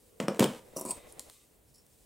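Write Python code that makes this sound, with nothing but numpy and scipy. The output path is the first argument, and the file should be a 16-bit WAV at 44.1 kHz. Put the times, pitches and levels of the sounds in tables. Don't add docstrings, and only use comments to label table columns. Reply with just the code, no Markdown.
import sys
import numpy as np
from scipy import signal
from scipy.fft import rfft, irfft, next_fast_len
from scipy.io import wavfile
from scipy.ndimage import map_coordinates

SR = 44100
rng = np.random.default_rng(int(sys.argv[2]) if len(sys.argv) > 2 else 0)


def put_to_file(sound):
    columns = np.atleast_2d(sound).T
    safe = np.clip(columns, -1, 1)
    whole_steps = np.round(safe * 32767)
    wavfile.write(sys.argv[1], SR, whole_steps.astype(np.int16))


def convert_level_to_amplitude(level_db):
    exponent = np.asarray(level_db, float) / 20
    return 10 ** exponent


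N = 90404


def unit(x):
    return x / np.sqrt(np.mean(x ** 2) + 1e-20)


def along(points, hz):
    f, v = np.transpose(points)
    return np.interp(np.log(hz + 1), np.log(f + 1), v)


def level(rows):
    s, db = np.transpose(rows)
    t = np.arange(N) / SR
    outside = np.clip(np.maximum(s[0] - t, t - s[-1]), 0, 1)
    return convert_level_to_amplitude(np.interp(t, s, db) - 4000 * outside)


def wobble(rate):
    knots = rng.standard_normal(int(N * rate / SR) + 4)
    return map_coordinates(knots, [np.arange(N) * rate / SR])


def filtered(x, response):
    size = x.shape[-1]
    m = next_fast_len(size + min(size, SR // 4))
    return irfft(rfft(x, m) * response(np.fft.rfftfreq(m, 1 / SR)), m)[..., :size]


def above(hz, edge_hz):
    u = 1j * hz / edge_hz
    return (u * u / (1 + 1.187 * u + u * u)) ** 2


def body(peaks):
    return lambda f: sum(convert_level_to_amplitude(db) * 1j * f * w / (c * c - f * f + 1j * f * w) for c, w, db in peaks)


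# frequency in Hz, likeness [0 to 1].
ALIKE = [(60, 1), (200, 0.27), (600, 0.46), (2000, 0.23), (5500, 0.84), (10000, 0.86), (14500, 0.88)]


def pair(colour, alike=ALIKE, size=N):
    turn = lambda hz: np.arccos(np.clip(along(alike, hz), -1, 1)) / 2
    spread = lambda hz: colour(hz) * [np.cos(turn(hz)), np.sin(turn(hz))]
    mid, side = filtered(rng.standard_normal((2, size)), spread)
    return unit(np.array([mid + side, mid - side]))


def slips(depth_db):
    slips_per_s = 5100
    hit = rng.random(N) < slips_per_s / SR
    impulses = hit * rng.standard_normal(N) * convert_level_to_amplitude(depth_db * wobble(220))
    return unit(impulses + 0.17 * rng.standard_normal(N))


def click(colour, modes, low_hz, tilt_db=0):
    crack_s, spike_db = 0.01, 8
    between_db, scatter_db = -8, 1.5
    t = np.arange(SR // 20) / SR
    x = rng.standard_normal(len(t)) * convert_level_to_amplitude(-60 * t / crack_s)
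    x[0] = -convert_level_to_amplitude(spike_db) * 2
    ring = body([(c, w, db + scatter_db * rng.standard_normal()) for c, w, db in modes])

    def response(hz):
        tint = convert_level_to_amplitude(along(colour, hz) + tilt_db * np.log2(0.08 + hz / 3000))
        return tint * above(hz, low_hz) * (convert_level_to_amplitude(between_db) + ring(hz))

    x = filtered(np.pad(x, (64, 0)), response)
    return x / np.abs(x).max()


# frequency in Hz, density in dB per Hz.
AIR = [(22, -36), (40, -1.5), (120, -6.5), (480, -11), (1240, -23), (3000, -26), (5300, -32.5),
       (15600, -24.5)]
# time in seconds, level in dB.
HUM = [(0, -71), (.3, -64), (1.3, -79), (1.501, -78)]
# centre in Hz, width in Hz, level in dB.
HUM_BAND = [(460, 150, 15), (960, 220, 0.5)]


def air():
    drone_level = convert_level_to_amplitude(np.interp(np.arange(N) / SR, *np.transpose(HUM)) + 2.7 * wobble(71))
    drone = drone_level * pair(lambda hz: body(HUM_BAND)(hz) ** 2)
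    air_db = -65.5
    return convert_level_to_amplitude(air_db + 0.4 * wobble(7.1)) * pair(lambda hz: convert_level_to_amplitude(along(AIR, hz))) + drone


# time in seconds, level in dB.
RUB = [(0, -68), (.2, -73), (.55, -67), (.72, -69), (.95, -58), (1.04, -71), (1.095, -60), (1.15, -71.5),
       (1.21, -64.5), (1.27, -63.5), (1.36, -62.5), (1.47, -71), (1.62, -81.5), (1.7, -72), (1.85, -76.5),
       (1.93, -69), (2.05, -70)]
# frequency in Hz, density in dB per Hz.
SKIN = [(700, -42), (2000, -8.5), (4000, -3.5), (6000, -3), (8500, -1.5), (11000, -3.5), (15600, -9)]
# time in seconds, level in dB.
ARM = [(.5, -54), (.62, -60.5), (1.0, -58.5), (1.15, -59.5), (1.28, -61.5), (1.33, -67.5)]
# frequency in Hz, density in dB per Hz.
WOOD = [(60, -10.5), (200, -14), (340, -13), (500, -4.5), (800, -16), (1440, -25.5), (2050, -22.5),
        (5200, -39.5)]
# time in seconds, level in dB.
ELBOW = [(1.6, -89.5), (1.69, -69.5), (1.76, -69), (1.85, -82), (2.05, -76.5)]
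# centre in Hz, width in Hz, level in dB.
ELBOW_BAND = [(122.3, 43, 6), (222, 104, -9)]


def hands():
    skin = level(RUB) * convert_level_to_amplitude(1.2 * wobble(28.0)) * pair(lambda hz: convert_level_to_amplitude(along(SKIN, hz)))
    elbow = level(ELBOW) * convert_level_to_amplitude(2 * wobble(29.7)) * pair(lambda hz: body(ELBOW_BAND)(hz) ** 2)
    arm = level(ARM) * convert_level_to_amplitude(3.4 * wobble(40)) * pair(lambda hz: convert_level_to_amplitude(along(WOOD, hz)))
    return skin + elbow + arm


TABLE_LOW_HZ = 131
# start in seconds, table thump in dB, plastic crack in dB,
# contact time in ms, crack brightness in dB per octave.
KNOCKS = [(0.2013, -18, -23.5, 0.51, -5), (0.2123, -26, -47, 1.4, -6.5), (0.2162, -33, -47.5, 2.3, -1),
          (0.2227, -41, -42.5, 1.1, -2), (0.233, -31, -56, 3.7, -4.5), (0.283, -16, -17.5, 1.06, -3.5),
          (0.2898, -33, -41.5, 1.36, -2.5), (.2975, -26, -38.5, 0.97, -5.5), (0.309, -30.5, -45.5, 1.2, -4),
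          (.3930, -17.5, -27, 0.84, -8), (0.3956, -13, -8, 0.95, 4.5), (0.4048, -13.5, -40.5, 3.23, -0.7),
          (.4060, -29.5, -15.5, 0.8, -2.6), (0.4153, -21, -35, 1.1, -5.5), (0.4193, -23.5, -30, 0.68, -9),
          (0.4266, -14, -19, 1.4, -11), (.4325, -37.5, -32.5, 3.2, -3), (.4414, -38.5, -20, 0.77, -0.5),
          (0.4422, -18, -12.5, 0.88, 2), (0.452, -28, -36.5, 1.7, -1.3), (0.4576, -32.5, -33, 0.96, -8.5),
          (0.4653, -37.5, -44.5, 1.46, -3.5), (0.477, -56, -39, 1.2, -3), (.5600, -43.5, -45, 2.3, -4)]
# centre in Hz, width in Hz, level in dB.
TABLE = [(153, 30, 1), (202, 44, 8), (232.4, 50, 10), (318, 65, 5.5), (419, 130, -3.5), (476, 120, 11),
         (565, 32, -2), (735, 35, -17.5), (860, 70, -5), (960, 120, -7), (1190, 150, -22),
         (1550, 210, -8.5), (2020, 1800, -1)]
# frequency in Hz, density in dB per Hz.
CRACK = [(300, -37.5), (900, 7), (2000, -1.5), (3100, -1), (4200, -5), (6000, -7), (8000, -7.5),
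         (15000, -16)]
# centre in Hz, width in Hz, level in dB.
PART = [(1280, 140, -10.5), (2400, 240, -2.5), (3150, 530, 0.9), (4400, 440, -6.5), (5380, 690, -3),
        (7810, 1500, -2), (9330, 600, -3), (13250, 700, -3), (14650, 510, -4)]


def knocks():
    shudder_db, shudder_t60 = -4.5, 0.3
    out, t = np.zeros(N + SR), np.arange(SR // 3) / SR
    top = lambda hz: body(TABLE)(hz) * above(hz, TABLE_LOW_HZ)
    for s, thump_db, crack_db, ms, tilt_db in KNOCKS:
        shudder = rng.standard_normal(len(t)) * convert_level_to_amplitude(-60 * t / shudder_t60) * (1 - np.exp(-t / 0.001))
        push = np.sin(np.pi * np.clip(t * 1000 / ms, 0, 1)) ** 2
        force = np.eye(1, len(t))[0]
        force = force + convert_level_to_amplitude(shudder_db) * shudder / np.linalg.norm(shudder)
        thump = filtered(signal.fftconvolve(force, -push)[:len(t)], top)
        plain_peak = np.abs(filtered(push[:SR // 10], top)).max()
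        out[round(s * SR):][:len(t)] += convert_level_to_amplitude(thump_db) * thump / plain_peak
        crack = click(CRACK, PART, 230, tilt_db)
        out[round(s * SR) - 64:][:len(crack)] += convert_level_to_amplitude(crack_db) * crack
    return out[:N]


# time in seconds, level in dB.
RATTLE = [(.204, -44.5), (.278, -66), (.286, -53.5), (.39, -59), (.397, -36), (.445, -39), (.48, -51),
          (.575, -54), (.6, -64)]


def rattle():
    return level(RATTLE) * unit(filtered(slips(depth_db=3), lambda hz: convert_level_to_amplitude(along(CRACK, hz))))


# time in seconds, level in dB.
SLIDE = [(.68, -79), (.8, -66.5), (.93, -70), (1.0, -62), (1.09, -66), (1.13, -76.5), (1.25, -72.5),
         (1.45, -75.5)]
# centre in Hz, width in Hz, level in dB.
SLIDE_BAND = [(1180, 210, 1), (2055, 210, -1), (2500, 580, -1.5), (3100, 350, -8), (3635, 170, -0.1)]


def slide():
    return level(SLIDE) * unit(filtered(slips(depth_db=2.5), lambda hz: body(SLIDE_BAND)(hz) ** 2))


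# centre in Hz, width in Hz, level in dB.
SHELL = [(236, 135, 1), (321, 100, 6.5), (560, 190, 3), (975, 147, 4), (1190, 190, -30)]


def shell(hz):
    u = hz / 1070
    return body(SHELL)(hz) * above(hz, TABLE_LOW_HZ) / (1 + 1.2j * u - u ** 2) ** 2


# start in seconds, level in dB,
# contact time in ms.
CATCHES = [(.7355, -46, 1.5), (.7632, -31, 1.3), (.7650, -26, 1.18), (0.7761, -37, .8),
           (0.7823, -36.5, 0.8), (0.7938, -41, 1.1), (0.8108, -31, 0.96), (0.813, -41, 1.2),
           (.824, -36, 1.1), (0.8509, -28.5, 0.89), (0.854, -39.5, 0.88), (0.8631, -33, 1.6),
           (0.8719, -35, 1.8), (.878, -45, 0.36), (0.8929, -31, 1.04), (0.898, -32, 0.42),
           (0.908, -40, 0.42), (0.922, -45.5, 0.41), (1.132, -54, 0.59), (1.163, -54, 1.1),
           (1.228, -56, 1.2), (1.276, -55, 0.58)]


def catches():
    out, t = np.zeros(N + SR), np.arange(SR // 10) / SR
    for s, db, ms in CATCHES:
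        bump = filtered(-np.sin(np.pi * np.clip(t * 1000 / ms, 0, 1)) ** 2, shell)
        out[round(s * SR):][:len(t)] += convert_level_to_amplitude(db) * bump / np.abs(bump).max()
    return out[:N]


# time in seconds, level in dB.
DRAG_A = [(.762, -52.5), (.769, -36.5), (.782, -44), (.805, -58.5), (.815, -47.5), (.83, -59.5),
          (.85, -58.5)]
DRAG_B = [(.848, -72), (.853, -48), (.87, -47.5), (.893, -43.5), (.912, -38.5), (.92, -44), (.94, -66),
          (.97, -67.5)]
# centre in Hz, width in Hz, level in dB.
EDGE_A = [(2870, 570, -6), (4510, 280, -9), (5840, 750, 3), (7300, 740, -2.5), (8300, 1200, -3),
          (10120, 1600, 0), (13580, 3000, -4.5)]
EDGE_B = [(994, 130, 1.5), (2500, 880, -8), (4760, 1330, -7), (7000, 1400, -7.5), (8140, 440, -2.5),
          (9340, 520, -6.5), (10800, 350, -8.5), (14300, 2000, -15)]
# time in seconds, level in dB.
WEIGHT = [(.73, -70), (.762, -52.5), (.766, -39.5), (.785, -43.5), (.805, -51), (.814, -45), (.847, -59),
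          (.853, -41), (.9, -49.5), (.925, -47.5), (.945, -74), (.97, -60)]


def drags():
    first_edge = lambda hz: body(EDGE_A)(hz) ** 2
    second_edge = lambda hz: body(EDGE_B)(hz) ** 2
    out = 0
    for rows, ring in ((DRAG_A, first_edge), (DRAG_B, second_edge), (WEIGHT, shell)):
        x = slips(depth_db=2.0)
        out = out + filtered(level(rows) * x, ring) / np.std(filtered(x, ring))
    return out


# start in seconds, peak in dB, ring in Hz,
# ring over the click in dB, lowest frequency of the click in Hz.
TICKS = [(0.7966, -29, 11460, -26, 7800), (0.812, -26.5, 10730, -9, 6420), (0.8514, -30, 9100, -1.5, 7000),
         (.8600, -32, 8900, -7, 4550), (0.9084, -35, 8210, 16, 4070), (0.915, -30.5, 8200, -3, 2500),
         (1.1237, -39.5, 9460, -1, 5000), (1.195, -22.5, 7300, -14.5, 694), (1.2053, -39, 7650, -6, 3000),
         (1.2987, -35.5, 8480, -27, 940), (1.8655, -51, 13000, -4, 4130)]
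# frequency in Hz, density in dB per Hz.
SNAP = [(900, -7.5), (4000, -7), (8000, -5), (15000, -15)]
# centre in Hz, width in Hz, level in dB.
SHEET = [(1030, 150, -0.5), (2000, 400, -11), (3400, 610, -3), (4300, 350, -9.5), (5590, 330, -4.5),
         (7090, 740, -4), (8730, 260, -4), (10470, 450, 5.3), (12000, 420, 3)]


def ticks():
    ring_t60 = 0.011
    out, t = np.zeros(N + SR), np.arange(SR // 20) / SR
    for s, db, hz, ring_db, low_hz in TICKS:
        snap = click(SNAP, SHEET, low_hz)
        decay = convert_level_to_amplitude(ring_db - 60 * t / ring_t60)
        snap[64:] += decay * np.sin(2 * np.pi * hz * t) * (1 - np.exp(-t / 0.00059))
        out[round(s * SR) - 64:][:len(snap)] += convert_level_to_amplitude(db) * snap
    return out[:N]


# start in seconds, length in seconds, level in dB.
FILM_STROKES = [
    (1.675, 0.025, -73.5),
    (1.739, 0.022, -62.5),
    (1.779, 0.012, -66),
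    (1.794, .025, -74.5),
]
# centre in Hz, width in Hz, level in dB.
FILM = [(4800, 360, -1), (5400, 260, 9.5), (7200, 1200, -2.5), (9800, 340, 3), (13000, 3000, -22)]


def film():
    t = np.arange(N) / SR
    shape = 0
    for s, length, db in FILM_STROKES:
        rise = np.clip((t - s) / 0.004, 0, 1)
        fall = np.clip((s + length - t) / 0.018 + 1, 0, 1)
        shape = shape + convert_level_to_amplitude(db) * rise * fall
    return shape * unit(filtered(slips(depth_db=2.5), lambda hz: body(FILM)(hz) * above(hz, 4400)))


# frequency in Hz, t60 in seconds.
ROOM = [(200, 0.24), (600, 0.23), (2000, 0.33), (8000, 0.21), (14000, 0.21)]
# frequency in Hz, likeness [0 to 1].
ROOM_ALIKE = [(250, 1), (600, .93), (2000, .65), (5500, 0.97), (10000, .9), (14500, .8)]


def room(x):
    low_hz, wall_s = 300, 0.0032
    out, step = np.zeros((2, N + 2 * SR)), SR // 9
    for start in range(0, N, step):
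        noise = pair(lambda f: np.abs(above(f, low_hz)), ROOM_ALIKE, size=SR // 2)
        hz, t, z = signal.stft(noise, SR, nperseg=256)
        tail = signal.istft(z * convert_level_to_amplitude(-60 * t / along(ROOM, hz)[:, None]), SR, nperseg=256)[1]
        tail = tail * (1 - np.exp(-np.arange(tail.shape[1]) / (wall_s * SR)))
        tail = tail / np.linalg.norm(tail) * np.sqrt(2)
        wet = signal.fftconvolve(x[None, start:start + step], tail, axes=1)
        out[:, start:start + wet.shape[1]] += wet
    return out[:, :N]


def scene():
    near = knocks() + ticks() + drags() + catches() + slide() + film() + rattle()
    left_db, lag_s, room_db = 0.22, 4e-6, -9
    side = np.array([[1], [-1]])
    direct = filtered(near[None], lambda hz: convert_level_to_amplitude(side * left_db) * np.exp(-1j * np.pi * side * hz * lag_s))
    return direct + convert_level_to_amplitude(room_db) * room(near) + hands() + air()


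def roll_off(x):
    return signal.sosfilt(signal.butter(12, 16800, fs=SR, output="sos"), x)


def record(dry):
    treble_rise = body([(8340, 2100, -3.5)])
    top_hz = 15850
    x = filtered(dry, lambda hz: (1 + treble_rise(hz)) * (hz < top_hz))
    return roll_off(x)


dry = scene()
out = record(dry)
put_to_file(out)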